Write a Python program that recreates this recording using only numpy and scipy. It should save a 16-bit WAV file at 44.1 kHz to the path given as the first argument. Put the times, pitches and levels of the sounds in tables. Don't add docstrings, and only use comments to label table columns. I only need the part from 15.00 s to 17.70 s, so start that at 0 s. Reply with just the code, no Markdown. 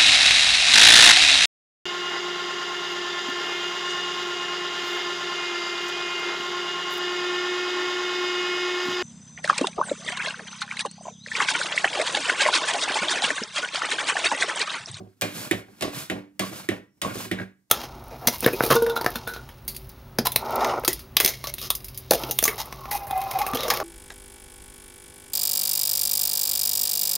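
import sys
import numpy as np
from scipy import signal
from scipy.fft import rfft, irfft, next_fast_len
from scipy.io import wavfile
from scipy.ndimage import uniform_filter1d, map_coordinates

SR = 44100
rng = np.random.default_rng(int(sys.argv[2]) if len(sys.argv) > 2 else 0)


def to_wav(sig):
    pcm = np.clip(np.atleast_2d(sig), -1, 1) * 32767
    pcm = np.round(pcm).astype(np.int16)
    wavfile.write(sys.argv[1], SR, pcm.T)


def undo_db(level):
    steps = np.asarray(level, float) / 20
    return 10 ** steps


N = 119070
STEADY_TOP_HZ, TOP_HZ = 15650, 16500
RING_S = 0.4


def unit(x):
    return x / np.sqrt(np.mean(x ** 2) + 1e-20)


def along(points, hz):
    f, v = np.transpose(points)
    return np.interp(np.log(hz + 1), np.log(f + 1), v)


def filtered(x, response):
    n = x.shape[-1]
    m = next_fast_len(n + 8192)
    return irfft(rfft(x, m) * response(np.fft.rfftfreq(m, 1 / SR)), m)[..., :n]


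def noise_pair(n=N):
    return rng.standard_normal((2, n))


def wobble(rate):
    knots = rng.standard_normal(int(N * rate / SR) + 4)
    return map_coordinates(knots, [np.arange(N) * rate / SR])


# (frequency [Hz], likeness [0-1])
LIKENESS = [(60, .93), (250, 0.94), (1000, 0.33), (4000, 1), (12000, 0.11)]


def pair(x, response):
    def mid_side(hz):
        turn = np.arccos(np.clip(along(LIKENESS, hz), -1, 1)) / 2
        return response(hz) * np.array([np.cos(turn), np.sin(turn)])

    mid, side = filtered(x, mid_side)
    return np.array([mid + side, mid - side])


def coloured(x, curve, top_hz=np.inf):
    return unit(pair(x, lambda hz: undo_db(along(curve, hz)) * (hz < top_hz)))


# (frequency [Hz], t60 [s])
KITCHEN_DECAY = [(100, 0.88), (500, 0.28), (2000, 0.4), (6000, 0.26), (14000, 0.22)]


def kitchen(x):
    hz, t, z = signal.stft(noise_pair(round(RING_S * SR)), SR, nperseg=256)
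    z = z * undo_db(-60 * t / along(KITCHEN_DECAY, hz)[:, None])
    tail = signal.istft(z, SR, nperseg=256)[1]
    tail = pair(tail / np.linalg.norm(tail[0]), lambda hz: (hz < STEADY_TOP_HZ) * hz / (hz + 500))
    late = np.pad(x, (130, 0))
    return signal.fftconvolve(late[None], tail, axes=1)[:, :len(x)]


def ring(modes, t, rise_s, scatter_db):
    hz, db, t60 = np.transpose(modes)[:, :, None]
    a, b = rng.standard_normal((2, len(modes), 1))
    decay = undo_db(db + scatter_db * a - 60 * t / t60)
    tones = decay * np.sin(2 * np.pi * hz * (1 + 0.012 * b) * t)
    return tones.sum(0) * (1 - np.exp(-t / rise_s))


def thump(t, level_db):
    tone = np.sin(2 * np.pi * 345 * (t - 0.0007))
    swell = np.sin(np.pi * np.minimum(t / 0.012, 1))
    return undo_db(level_db - 3 * np.array([[1], [-1]])) * tone * swell


# (frequency [Hz], level [dB], t60 [s])
BOWL_MODES = [(57, -13, 0.28), (106.9, -2, 0.27), (192.7, 1, 0.29), (242.4, -1, 0.19), (329.7, 5, 0.081),
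              (376.5, 2, 0.14), (460.4, -10.5, 0.14), (549, -8.5, 0.1), (594, -1.5, 0.07), (746, -1, 0.094)]


def strikes(rows, modes, ring_db, crack, crack_db, crack_t60, rattle_db, rattle_t60, rise_s, room_db,
            top_hz=STEADY_TOP_HZ):
    out, t = np.zeros((2, N + SR)), np.arange(round(RING_S * SR)) / SR
    rise = 1 - np.exp(-t / rise_s)
    rattle_rise = 1 - np.exp(-t / 0.0011)
    for s, db, boom_db, *thump_db in rows:
        snap = coloured(noise_pair(len(t)), crack, top_hz)
        rattle = coloured(noise_pair(len(t)), crack, STEADY_TOP_HZ)
        body = undo_db(ring_db) * ring(modes, t, rise_s, scatter_db=1.5)
        boom = undo_db(boom_db - 14.0) * ring(BOWL_MODES, t, rise_s=0.0044, scatter_db=2.5)
        near = body + boom
        near = near + rattle * undo_db(rattle_db - 60 * t / rattle_t60) * rattle_rise
        near = near + snap * undo_db(crack_db - 60 * t / crack_t60) * rise
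        for level_db in thump_db:
            near = near + thump(t, level_db)
        wet = kitchen(near[1])
        out[:, round(s * SR):][:, :len(t)] += undo_db(db) * (near + undo_db(room_db) * wet)
    return out[:, :N]


# (frequency [Hz], level [dB per Hz])
ROOM_HUM = [(24, -44.5), (40, 2.5), (287, -5.5), (496, -13), (3840, -27.5), (5580, -24.5), (15500, -25.5)]
# (start [s], length [s], centre [Hz], width [Hz], level [dB])
FAR_WHISTLE = (1.86, .18, 5500, 350, -78)


def stillness():
    s, length, c_hz, w_hz, db = FAR_WHISTLE
    hum = coloured(noise_pair(), ROOM_HUM, STEADY_TOP_HZ)
    whistle = unit(pair(noise_pair(), lambda hz: np.exp(-((hz - c_hz) / w_hz) ** 2)))
    u = np.clip((np.arange(N) / SR - s) / length, 0, 1)
    return undo_db(-71.5 + 2.8 * wobble(24.0)) * hum + undo_db(db) * np.sin(np.pi * u) * whistle


# (start [s], length [s], level [dB], board drone [dB])
STROKES = [(-.1, 0.39, -72.5, 0.5), (0.216, 0.21, -47.5, -3), (0.325, 0.2, -39, -3.5),
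           (0.495, 0.15, -51.5, 7), (0.614, 0.4, -60, -2), (0.865, 0.086, -50.5, 0.5),
           (0.911, 0.18, -37.5, -6), (1.106, 0.12, -64.5, 19.5), (1.386, 0.15, -44, -0.5),
           (1.466, 0.23, -44, -0.5), (1.703, 0.1, -56.5, 11.5), (2.022, 0.16, -46, 4),
           (2.115, 0.2, -38.5, -5.5), (2.349, 0.12, -57.5, 16)]
# (frequency [Hz], level [dB per Hz])
WET_HISS = [(180, -1.5), (300, -9.5), (624, -2.5), (856, -10), (1430, -4.5), (2030, -10.5), (3640, -6.5),
            (12300, -10), (16000, -13)]
# (frequency [Hz], level [dB per Hz])
RIB_SCRAPE = [(600, -28), (1400, -0.5), (2500, -3.5), (6000, -8), (10000, -25.5)]
# (frequency [Hz], level [dB per Hz])
COUNTER_RUMBLE = [(25, -29), (50, -27), (110, -8), (200, -18), (400, -83.5)]
# (frequency [Hz], level [dB per Hz])
FIBRE_CRUNCH = [(250, -47.5), (500, 1), (1100, 8), (1700, -15), (2600, 2), (5000, -24.5)]
# (frequency [Hz], width [Hz], level [dB])
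BOARD_MODES = [(110, 40, -3), (194, 60, 0), (330, 90, -6), (600, 90, -9), (1420, 90, -11), (1620, 80, -10),
               (2250, 200, -15)]


def board(hz):
    total = 0
    for k, (c, w, db) in enumerate(BOARD_MODES):
        total = total + (-1) ** k * undo_db(db) * 1j * hz * w / (c * c - hz * hz + 1j * hz * w)
    return total


def slides():
    t, speed, drone = np.arange(N) / SR, np.zeros(N), np.zeros(N)
    for s, length, db, drone_db in STROKES:
        u = (t - s) / length
        ramp = np.minimum(u / 0.3, (1 - u) / 0.48)
        shape = np.sin(np.pi / 2 * np.clip(ramp, 0, 1)) ** 2
        speed = speed + undo_db(db) * shape
        drone = drone + undo_db(db + drone_db) * shape
    grains = noise_pair() * undo_db(2 * np.minimum(rng.exponential(1, (2, N)), 4))
    hiss = unit(pair(grains, lambda hz: undo_db(along(WET_HISS, hz)) * (hz > 250) * (hz < STEADY_TOP_HZ)))
    hits = (rng.random(N) < 900 / SR) * undo_db(4 * rng.standard_normal(N))
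    catches = noise_pair() * uniform_filter1d(hits, size=24)
    hiss = hiss + undo_db(-8) * coloured(catches, RIB_SCRAPE)
    rumble = coloured(noise_pair(), COUNTER_RUMBLE)
    hum = unit(pair(noise_pair() * undo_db(4 * wobble(70)), board))
    crunch = coloured(noise_pair() * undo_db(6.7 * wobble(120)), FIBRE_CRUNCH)
    body = hum + undo_db(-7.5) * rumble + undo_db(-6.5) * crunch
    dry = speed * undo_db(1.5 * wobble(60)) * hiss
    dry = dry + undo_db(2.0) * drone * undo_db(0.93 * wobble(25.62)) * body
    return filtered(dry + undo_db(-5.0) * kitchen(dry[0]), lambda hz: hz < STEADY_TOP_HZ)


# (time [s], peak level [dB], bowl boom [dB])
SOFT_THUDS = [(.001, -47.5, 23.5), (.06, -65.5, 30), (.235, -32.5, 3.5), (.367, -50, 20), (.53, -34, 19),
              (.68, -54.5, 21), (.7, -64.5, 13.5), (.828, -29, -12), (1.115, -30.5, 4.5), (1.16, -40, 11.5),
              (1.25, -70, 14), (1.415, -34, -11.5), (1.513, -50, 25.5), (1.713, -33.5, -7),
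              (2.044, -36, 17.5), (2.154, -38, 18), (2.335, -36, 3), (2.405, -42.5, -2)]
# (frequency [Hz], level [dB], t60 [s])
DECK_MODES = [(193.4, -12, 0.23), (293, -2, 0.36), (612, -3.5, 0.12), (1140, -3.5, 0.054)]
# (frequency [Hz], level [dB per Hz])
SOFT_PUFF = [(80, 9), (200, 6.5), (500, 11), (1100, -6.5), (2000, -22.5), (5000, -18.5), (16000, -46)]


def thuds():
    return strikes(SOFT_THUDS, DECK_MODES, 0, SOFT_PUFF, crack_db=0.97, crack_t60=0.077,
                   rattle_db=-0.54, rattle_t60=0.24, rise_s=0.0016, room_db=-2.0)


# (time [s], peak level [dB], bowl boom [dB])
RIM_BOUNCES = [(.045, -59, -16), (.232, -42, -21), (.247, -21, -20), (.526, -24, -19.5), (.541, -30, -20),
               (.565, -46, -17), (.83, -23, -18.5), (.8365, -23, -22), (.85, -19, -18),
               (.877, -23.5, -17.5), (1.12, -31.5, -27), (1.176, -37, -22.5), (1.254, -50, -20.5),
               (1.273, -53, -21), (1.401, -31, -22), (1.428, -28, -22), (1.525, -30, -19),
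               (1.714, -20, -24), (1.74, -37, -26), (2.031, -22.5, -25), (2.048, -35, -22.5),
               (2.055, -32.5, -21.5), (2.062, -22.5, -20), (2.075, -23.5, -17), (2.152, -30.5, -18.5),
               (2.165, -31, -19), (2.189, -36.5, -18.5), (2.215, -41.5, -19), (2.398, -36.5, -25.5)]
# (frequency [Hz], level [dB], t60 [s])
RIM_MODES = [(367, -0.5, .03), (556, -4.5, .035), (624, -1.5, 0.056), (775, -4, 0.022), (1045, -5.5, .025)]


def chatter():
    return strikes(RIM_BOUNCES, RIM_MODES, -4.5, SOFT_PUFF, crack_db=-4.5, crack_t60=0.045,
                   rattle_db=-16, rattle_t60=0.05, rise_s=0.0016, room_db=-10)


# (time [s], peak level [dB], bowl boom [dB])
HOLDER_ROCKS = [
    (.13, -62, -4),
    (.445, -39, 3),
    (.529, -32.5, -5),
    (.685, -49.5, 4),
    (1.699, -33.5, -13.5),
    (2.255, -36, 10),
    (2.3875, -25.5, 0.5),
    (2.399, -25, 7),
    (2.416, -28, -9.5),
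    (2.433, -36, -15.5),
]
# (frequency [Hz], level [dB], t60 [s])
RIB_MODES = [(1640, 0, .02), (1900, -3, .018), (2150, -8, .018), (3700, -14, .012)]
# (frequency [Hz], level [dB per Hz])
RIB_PUFF = [(150, -28.5), (400, -7.5), (1000, -9), (1700, 3), (2300, -5.5), (4000, -11), (16000, -36)]


def rocks():
    return strikes(HOLDER_ROCKS, RIB_MODES, 3, RIB_PUFF, crack_db=-15, crack_t60=0.027,
                   rattle_db=-16.5, rattle_t60=0.11, rise_s=0.00055, room_db=-11)


# (time [s], peak level [dB], bowl boom [dB])
SKIN_SNAPS = [
    (.2117, -17, -37),
    (.2188, -18, -38),
    (.5112, -17.5, -40),
    (.8222, -24.5, -40),
    (1.0985, -27.5, -43),
    (1.3942, -18, -40),
    (1.6878, -23, -40.5),
    (2.0172, -25, -40),
    (2.3132, -28, -41.5),
]
# (frequency [Hz], level [dB per Hz])
WET_CRACK = [(1000, -17), (4000, -5), (8000, 1.5), (14000, -4.5), (16500, -11)]
# (frequency [Hz], level [dB], t60 [s])
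TOP_MODES = [(594, -8, .08), (1150, -8, .03), (2400, -6, .014), (2800, 0, .013), (3400, -3, .012),
             (4200, -8, .01)]


def snaps():
    return strikes(SKIN_SNAPS, TOP_MODES, -59, WET_CRACK, crack_db=0.5, crack_t60=0.0098,
                   rattle_db=-9.5, rattle_t60=0.03, rise_s=0.00046, room_db=-13, top_hz=TOP_HZ)


# (time [s], peak level [dB], bowl boom [dB])
FIRST_TOUCHES = [
    (.2122, -26, -15.5),
    (.8092, -25, 4.5),
    (1.3935, -23, -25),
    (2.0162, -21.5, -10),
]
# (frequency [Hz], level [dB per Hz])
BRIGHT_CRACK = [(300, -33.5), (1000, 2.5), (3000, 4), (6000, -4), (9000, -1), (14000, -13.5), (17000, -17)]


def ticks():
    return strikes(FIRST_TOUCHES, TOP_MODES, -29, BRIGHT_CRACK, crack_db=-0.78, crack_t60=0.04,
                   rattle_db=-9.5, rattle_t60=0.009, rise_s=0.00017, room_db=-3.5)


# (time [s], peak level [dB], bowl boom [dB])
TOP_CLACKS = [
    (.2185, -13, -4),
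    (.8218, -15, -6.5),
    (1.3962, -16.5, 2.5),
    (2.0195, -17.5, -5.5),
]
# (frequency [Hz], level [dB per Hz])
TOP_CRACK = [(240, -29.5), (400, 1.5), (687, 8), (949, 1.5), (2250, 9), (8630, -5), (16000, -14)]


def clacks():
    return strikes(TOP_CLACKS, TOP_MODES, -3, TOP_CRACK, crack_db=-3.5, crack_t60=0.022,
                   rattle_db=-10, rattle_t60=0.12, rise_s=0.001, room_db=-3)


# (time [s], peak level [dB], bowl boom [dB], hollow thump [dB])
STOP_KNOCKS = [
    (.5112, -10.5, -5, -3.5),
    (1.0988, -15, -0.5, -10.5),
    (1.6878, -14, -1.5, -1.5),
    (2.3132, -15, 2, -8),
]
# (frequency [Hz], level [dB], t60 [s])
STOP_MODES = [(1600, -13, .022), (1890, 5, .012), (2190, -12, .028), (3070, -9, .01), (3600, -4, .01)]
# (frequency [Hz], level [dB per Hz])
STOP_CRACK = [(530, -54.5), (900, -13.5), (1920, 1.5), (3820, -7), (4410, -15.5), (11800, -22.5),
              (16000, -30.5)]


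def knocks():
    return strikes(STOP_KNOCKS, STOP_MODES, 0, STOP_CRACK, crack_db=-14, crack_t60=0.056,
                   rattle_db=-13, rattle_t60=0.17, rise_s=0.001, room_db=-12)


# (time [s], peak level [dB], bowl boom [dB])
HIGH_BOUNCES = [
    (.845, -28.5, -32.5),
    (.862, -37.5, -28.5),
    (1.42, -30, -26.5),
    (1.435, -28.5, -30),
    (2.034, -34, -31),
    (2.047, -26.5, -31.5),
    (2.058, -30, -29.5),
]
# (frequency [Hz], level [dB], t60 [s])
HIGH_RIM_MODES = [(1060, 3.5, .04), (1129, 8, 0.041)]


def high_chatter():
    return strikes(HIGH_BOUNCES, HIGH_RIM_MODES, -1.8, FIBRE_CRUNCH, crack_db=-19.5, crack_t60=0.02,
                   rattle_db=-18, rattle_t60=0.05, rise_s=0.0022, room_db=-5.5)


def scene():
    contacts = thuds() + chatter() + rocks() + snaps() + ticks() + clacks() + knocks() + high_chatter()
    return stillness() + slides() + contacts


def top_cut(x):
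    return signal.sosfilt(signal.butter(12, 16600, fs=SR, output="sos"), x)


# (frequency [Hz], level difference [dB])
LEFT_LEAN = [(60, -3), (180, -4), (550, -1), (1650, -1), (4970, -1.0), (15000, -2)]
# (frequency [Hz], phase [rad])
LEFT_LEAD = [(60, 0.08), (300, 0.55), (1000, 1.46), (2500, 1.33), (6000, 1.58), (15000, 0.53)]
# (frequency [Hz], level [dB per Hz])
MIC_HISS = [(1500, -32), (4000, 0), (7000, 1.5), (15500, -4)]


def record(dry):
    def ports(hz):
        half = np.log(undo_db(along(LEFT_LEAN, hz))) / 2 + 0.5j * along(LEFT_LEAD, hz)
        bass_cut = (1j * hz / (1j * hz + 70)) ** 2
        return np.exp([half, -half]) * bass_cut * (hz < TOP_HZ)

    x = filtered(dry, ports)
    power = np.abs(uniform_filter1d((x ** 2).mean(0), round(0.09 * SR)))
    x = x * undo_db(-6.5 / (1 + power / undo_db(2 * -53.5)))
    hiss = filtered(noise_pair(x.shape[1]), lambda hz: undo_db(along(MIC_HISS, hz)) * (hz < STEADY_TOP_HZ))
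    mix = x + undo_db(-83) * unit(hiss)
    return top_cut(mix)


dry = scene()
out = record(dry)
to_wav(out)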